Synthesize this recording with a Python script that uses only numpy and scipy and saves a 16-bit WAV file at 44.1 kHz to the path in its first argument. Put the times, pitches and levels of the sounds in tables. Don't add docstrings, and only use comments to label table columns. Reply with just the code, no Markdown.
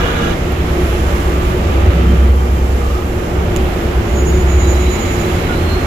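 import sys
import numpy as np
from scipy import signal
from scipy.fft import rfft, irfft
from scipy.io import wavfile
from scipy.ndimage import uniform_filter1d

SR = 44100
rng = np.random.default_rng(int(sys.argv[2]) if len(sys.argv) > 2 else 0)


def log_audio(samples):
    frames = np.atleast_2d(samples).T
    limited = np.clip(frames, -1, 1)
    pcm = np.round(limited * 32767).astype(np.int16)
    wavfile.write(sys.argv[1], SR, pcm)


def undo_db(level):
    steps = np.asarray(level, float) / 20
    return 10 ** steps


N = 258426
TIME = np.arange(N) / SR

PORT_GAP_M, SOUND_M_S = 0.18, 343
# frequency in Hz, left minus right port in dB.
BODY_SHADE = [(60, -1), (200, 0), (380, -2.5), (700, -0.5), (1290, -2.5), (2400, -6), (3600, -8),
              (5000, -7.5), (6800, -21.5), (9000, -6.5), (13000, -11)]
# frequency in Hz, density in dB per Hz.
ROLLING_COLOUR = [(20, -5.5), (32, -4.5), (90, -1), (145, -10), (300, -11.5), (500, -15.5), (950, -24),
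                  (2000, -27.5), (3200, -33), (4600, -40.5), (7300, -41), (8400, -51), (11000, -44.5),
                  (15400, -48)]
# frequency in
# Hz, width in Hz, level over the colour in dB.
HUMPS = [(766, 220, 3), (1275, 240, 1.5), (1650, 100, -0.5), (2146, 110, 2), (2780, 560, 2)]
# time in seconds, level in dB.
RIDE = [(0, 4), (.33, 2.5), (.35, 0.5), (1.1, 1), (1.5, 0), (1.9, 1), (2.28, 0), (2.33, -2.5), (2.7, -3),
        (3.1, -2), (4.3, 0.5), (5.3, 1), (5.86, 1.5)]
TRUSS_SHARE, ROLLING_SHARE, SCRAPING_SHARE, HISS_SHARE = 0.16, 0.91, 1, 0.25
# middle in seconds, length in seconds, rise in dB.
BRUSHING = [
    (.15, .4, -1),
    (1.2, 1, 8),
    (2.9, 1.0, 4),
    (4.5, 0.58, 3.5),
    (5.1, 0.85, 7.5),
    (5.8, .6, 5),
]
BRUSH_HISS_SHARE = 0.27

# frequency in Hz, width in Hz, level in dB.
TRUSS_MODES = [(166.7, 2.5, -29.5), (217.6, 15, -31.5), (333, 7.5, -32), (355.7, 48, -28), (363.5, 10, -28),
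               (388.3, 12, -37), (437.8, 6.2, -38.5), (578, 31, -36)]
# time in seconds, level in dB.
TRUSS_DRIVE = [(0, -31), (.3, -28), (.9, -25), (1.5, -22), (2.3, -23.5), (2.34, -31), (3.12, -29.5),
               (3.17, -24), (4.9, -23.5), (5.86, -25.5)]

# time in seconds, firing rate in Hz, level in dB, neighbouring crank orders in dB.
ENGINE = [(0, 68.4, -27, -3), (.45, 67.3, -27, -10), (.55, 67.1, -17.5, -4), (.72, 64.97, -17.5, -4),
          (1.66, 64.9, -17, -8), (1.74, 65.1, -12.5, -9), (2.31, 65.34, -7.5, -5), (2.43, 65.2, -13, -9),
          (2.9, 64.5, -13.5, -15), (3.05, 65.26, -30, -9), (4.03, 66.34, -41, -12), (4.13, 66.3, -13, -7),
          (4.68, 66.5, -10, -1), (4.9, 65.6, -14.5, -6), (5.0, 66.17, -30, -8), (5.86, 65, -28, -8)]
# multiple of the firing rate, level in dB.
CRANK_ORDERS = [(.5, -12), (0.751, -10), (1.25, -5.5), (1.5, -12)]
# middle in seconds, length in seconds, level in dB.
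LOPES = [
    (3.1, 0.094, -22),
    (3.38, .16, -19.5),
    (3.64, .1, -13.5),
    (3.76, 0.1, -21),
    (3.875, 0.08, -15),
    (3.97, 0.085, -13),
    (5.5, 0.19, -29),
    (5.85, .1, -25),
]
THROB_HZ, THROB_PEAK_S, THROB_DB = 9.37, 0.93, -23.5

# time in seconds, level in dB, upper orders in dB.
MESH = [(0, -39, 7), (.33, -29, -5), (.37, -36, -8), (1.2, -38, 2.5), (1.7, -34.5, -3), (2.1, -31, -5),
        (2.5, -33.5, -5), (4.5, -42, -4.5), (5.86, -39, -1)]
# multiple of the mesh rate, level in dB.
MESH_ORDERS = [(1, 0.5), (2, 2.5), (4, -13), (5, 2.5), (6, -16), (7, -13), (8, -20), (10, -10), (12, -19)]
MESH_HZ = 236.9

# frequency in Hz, width in Hz, level in dB.
OPENING_BANDS = [(470, 27, -30.5), (1210, 68, -37), (1410, 250, -34), (1650, 70, -36), (2360, 71, -44),
                 (2894, 54, -39.5), (3400, 600, -41.5), (3880, 250, -45), (6400, 130, -50)]
OPENING_END_S, OPENING_FADE_S = 0.345, 0.01
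# middle in seconds, length in seconds, frequency in Hz, width in Hz, level in dB.
PANELS = [(0.058, 0.082, 490, 27, -22), (2.15, 0.33, 241, 19, -23), (2.048, 0.61, 1280, 220, -38),
          (2.905, 0.34, 1230, 147, -36), (2.1, .35, 180, 40, -22.5), (5.75, 0.51, 82.6, 6, -24.5),
          (5.52, .08, 1440, 80, -30), (4.955, 1.37, 2190, 220, -38.5), (5.12, 0.22, 96, 9.2, -21),
          (1.32, 0.64, 14800, 1500, -52), (3.7, .9, 438, 4.2, -32), (3.55, .8, 333, 7.8, -29.5),
          (4.83, 0.93, 335, 9.2, -28), (1.78, 0.37, 85, 8.3, -18), (1.88, 0.46, 560, 120, -30.5)]

# start in seconds, peak in dB, left minus right in dB, low modes in dB.
TICKS = [
    (.5201, -18, -9, -20),
    (3.5618, -4, -13, 0),
]
# frequency in Hz, level in dB.
TICK_MODES = [(2850, 4), (4300, -2), (7000, 6), (9000, -8), (11000, -4), (13200, -5), (15000, -8)]

# middle in seconds, length in seconds, level in dB.
SQUEAL_HIGH = [(4.09, 0.12, -48), (4.19, .11, -36), (4.285, 0.073, -34), (4.355, 0.081, -39),
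               (4.415, 0.056, -38), (4.5, 0.083, -38), (4.55, 0.063, -39), (4.62, .09, -34),
               (4.705, 0.085, -29.5), (4.77, 0.035, -39), (4.82, .075, -35.5), (4.865, 0.026, -40),
               (4.935, 0.091, -33), (5.015, 0.066, -34), (5.11, 0.17, -37.5), (5.21, 0.046, -36),
               (5.32, .2, -47), (4.75, 1.6, -55)]
# middle in seconds, length in seconds, level in dB.
SQUEAL_LOW = [(4.54, 0.077, -45), (4.66, .14, -39), (4.76, .05, -42), (4.88, 0.22, -40.5),
              (4.99, 0.039, -43), (5.07, 0.093, -45), (5.19, .07, -45), (5.25, 0.034, -42),
              (5.3, 0.055, -47), (5.45, .17, -44), (5.56, 0.082, -42), (5.73, 0.092, -45), (5.84, .06, -47),
              (5.15, 1.5, -59)]
# middle in seconds, length in seconds, level in dB.
SQUEAL_LATE = [
    (5.585, 0.15, -45),
    (5.72, .2, -39),
    (5.73, 0.082, -39),
    (5.84, 0.16, -45),
]
# middle in seconds, length in seconds, level in dB.
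SQUEAL_FAINT = [
    (1.0, 0.57, -51),
    (1.3, 0.13, -55),
    (1.5, 0.32, -54),
]
# middle in seconds, length in seconds, level in dB.
SQUEAL_MID = [
    (2.01, .07, -39),
    (2.1, .065, -38),
    (2.22, 0.073, -41),
    (2.3, 0.057, -46),
    (2.4, .07, -44),
    (2.49, 0.054, -48),
    (2.57, .06, -47),
]
HIGH_HZ, HIGH_CREEP_HZ_S = 6749, 38
LOW_HZ, LOW_CREEP_HZ_S = 3918, 34
LATE_HZ, LATE_CREEP_HZ_S = 4222, -40
FAINT_HZ, MID_HZ = 10570, 3137
GRIP_ROUNDNESS = 0.77


def curves(rows):
    seconds, *columns = np.transpose(rows)
    return [np.interp(TIME, seconds, column) for column in columns]


def on_log(points, hz):
    point_hz, db = np.transpose(points)[:2]
    return np.interp(np.log(hz + 1), np.log(point_hz), db)


def unit(x):
    return x / np.sqrt(np.mean(x ** 2))


def walk(rate):
    hold = int(SR / rate)
    steps = np.repeat(rng.standard_normal(N // hold + 1), hold)
    slewed = uniform_filter1d(uniform_filter1d(steps, hold), hold)
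    return unit(slewed[:N])


def swells(rows):
    total = 0
    for middle, length, height in rows:
        phase = np.pi * np.clip((TIME - middle) / length, -0.5, 0.5)
        total = total + height * np.cos(phase).clip(0) ** GRIP_ROUNDNESS
    return total


def gains(rows):
    return swells([(middle, length, undo_db(db)) for middle, length, db in rows])


def panned(tone, pan_db):
    lean = undo_db(np.array([[pan_db], [-pan_db]]) / 2)
    return tone * lean / lean.mean()


def diffuse(hz, gain):
    alike = np.sinc(2 * hz * PORT_GAP_M / SOUND_M_S)
    alike = 1 - (1 - alike) * (1 - 0.43 / (1 + (hz / 350) ** 2))
    mid, side = rfft(rng.standard_normal((2, N)))
    common = mid * np.sqrt(1 + alike)
    apart = side * np.sqrt(1 - alike)
    pair = np.array([common + apart, common - apart])
    lean = undo_db(np.outer([0.5, -0.5], on_log(BODY_SHADE, hz)))
    mid_power = lean[0] ** 2 + lean[1] ** 2 + 2 * alike
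    return irfft(pair * lean * gain / np.sqrt(mid_power), N)


def leveled(pair, db):
    return pair / np.sqrt(np.mean(pair.mean(axis=0) ** 2)) * undo_db(db)


def resonance(hz, centre, width, db):
    return leveled(diffuse(hz, 1 / (1 + (2 * (hz - centre) / width) ** 2)), db)


def rumble(hz):
    ride, = curves(RIDE)
    hiss = HISS_SHARE * ride + BRUSH_HISS_SHARE * swells(BRUSHING) - 1.2 + 0.69 * walk(9)
    still = 0 * TIME
    levels = np.array([still, TRUSS_SHARE * ride, ROLLING_SHARE * ride, SCRAPING_SHARE * ride, hiss, still])
    layer_hz = [60, 300, 1400, 3000, 9000]
    humps_db = sum(db / (1 + (2 * (hz - f) / width) ** 2) for f, width, db in HUMPS)
    colour = undo_db(on_log(ROLLING_COLOUR, hz) + humps_db)
    swell = walk(2.62)
    out = 0
    for centre in 24 * 2.0 ** np.arange(10):
        octaves_off = np.clip(np.log2((hz + 1) / centre), -1, 1)
        share = np.cos(np.pi / 2 * octaves_off)
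        place = np.interp(np.log2(centre), np.log2(layer_hz), np.arange(5))
        k = int(place)
        level_db = levels[k] + (place - k) * (levels[k + 1] - levels[k])
        flicker = 0.5 * walk(16) + 0.5 * walk(8)
        out = out + diffuse(hz, colour * share) * undo_db(level_db + 0.44 * swell + flicker)
    return leveled(out, -17.5)


def truss(hz):
    drive, = curves(TRUSS_DRIVE)
    rings = 0
    for f, width, db in TRUSS_MODES:
        rings = rings + resonance(hz, f, width, db - 2.5)
        if width < 11:
            tone = np.sin(2 * np.pi * f * TIME + 1.19 * walk(width))
            rings = rings + undo_db(db + 1.9 * walk(5.06)) * tone
    return rings * undo_db(0.73 * (drive - drive.mean()) + 0.96 * walk(7))


def panels(hz):
    def ring(f, width, db):
        return resonance(hz, f, width, db + 2.0 * walk(11))

    opening = sum(ring(*mode) for mode in OPENING_BANDS)
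    out = opening * np.clip((OPENING_END_S - TIME) / OPENING_FADE_S, 0, 1)
    for middle, length, f, width, db in PANELS:
        out = out + ring(f, width, db) * swells([(middle, length, 1)])
    return out


def engine():
    hz, db, orders_db = curves(ENGINE)
    turn = 2 * np.pi * np.cumsum(hz) / SR
    throb_depth = np.minimum(undo_db(THROB_DB), 0.85 * undo_db(db))
    throb = throb_depth * np.cos(2 * np.pi * THROB_HZ * (TIME - THROB_PEAK_S) + 0.5 * walk(2))
    orders = sum(undo_db(d + 2.96 * walk(5)) * np.sin(k * turn + 0.69 * walk(4)) for k, d in CRANK_ORDERS)
    strength = (undo_db(db) + throb + gains(LOPES)) * undo_db(0.29 * walk(27))
    firing = strength * np.sin(turn + 0.2 * walk(7.4))
    tone = np.sqrt(2) * (firing + undo_db(orders_db - 16.0) * orders)
    return tone * undo_db(np.array([[-0.3], [0.3]]))


def gears():
    db, upper_db = curves(MESH)
    lag = np.array([[0], [PORT_GAP_M / SOUND_M_S]])
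    whine = 0
    for k, order_db in MESH_ORDERS:
        level = np.sqrt(2) * undo_db(order_db + upper_db * (k > 3) + 2.4 * walk(8))
        whine = whine + level * np.sin(2 * np.pi * k * MESH_HZ * (TIME + lag) + 1.29 * walk(20))
    return undo_db(db) * whine


def rattle(hz):
    db = swells(BRUSHING)
    chance = rng.random((2, N))
    struck = chance[0] < 250 / SR
    clicks = struck * undo_db(-3.0 * np.log(chance[1] + 0.03)) * rng.choice([-1, 1], N)
    ring = unit(irfft(rfft(clicks) / (1 + 1j * (hz - 7300) / 450), N))
    return ring * undo_db(1.2 * (db - db.mean()) - 54.5 + np.array([[-5], [3]]))


def ticks():
    out, t = np.zeros((2, N)), TIME[:1500]
    for start, db, pan_db, low_db in TICKS:
        snap = 0
        for f, mode_db in TICK_MODES:
            burst = np.exp(-((t - 0.0011 - f * 3.5e-8) / 0.00031) ** 2)
            snap = snap + undo_db(mode_db + low_db * (f < 10500)) * burst * np.sin(2 * np.pi * f * t)
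        snap = snap / np.abs(snap).max() * undo_db(db - 3.0)
        wall = rng.standard_normal(len(t)) * np.exp(-np.abs(t - 0.007) / 0.0028) / 3
        snap = snap + undo_db(-18) * np.convolve(snap, wall)[:len(t)]
        i = int(start * SR)
        out[:, i:i + len(t)] += panned(snap, pan_db)
    return out


def squeal(rows, hz, creep, pan_db, waver=0.51):
    flutter_db = 1.0 * walk(30)
    turn = 2 * np.pi * np.cumsum(hz + creep * (TIME - rows[0][0])) / SR
    tone = np.sqrt(2) * gains(rows) * undo_db(flutter_db) * np.sin(turn + waver * walk(40))
    return panned(tone, pan_db)


def scene():
    hz = np.arange(N // 2 + 1) * SR / N
    machinery = rumble(hz) + truss(hz) + panels(hz) + engine() + gears() + rattle(hz)
    whistles = squeal(SQUEAL_FAINT, FAINT_HZ, 0, -15, waver=3.5) + squeal(SQUEAL_MID, MID_HZ, 0, -9, waver=0.9)
    brakes = (squeal(SQUEAL_HIGH, HIGH_HZ, HIGH_CREEP_HZ_S, -19)
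              + squeal(SQUEAL_LOW, LOW_HZ, LOW_CREEP_HZ_S, -18.5)
              + squeal(SQUEAL_LATE, LATE_HZ, LATE_CREEP_HZ_S, -21))
    return machinery + ticks() + whistles + brakes


def roll_off(x):
    return signal.sosfilt(signal.butter(12, 16470, fs=SR, output="sos"), x)


def record(dry):
    rounded = np.tanh(0.69 * dry) / 0.71 * 1.053
    top_cut = signal.ellip(10, 0.2, 52, 15500, fs=SR, output="sos")
    mix = signal.sosfilt(top_cut, rounded)
    return roll_off(mix)


dry = scene()
out = record(dry)
log_audio(out)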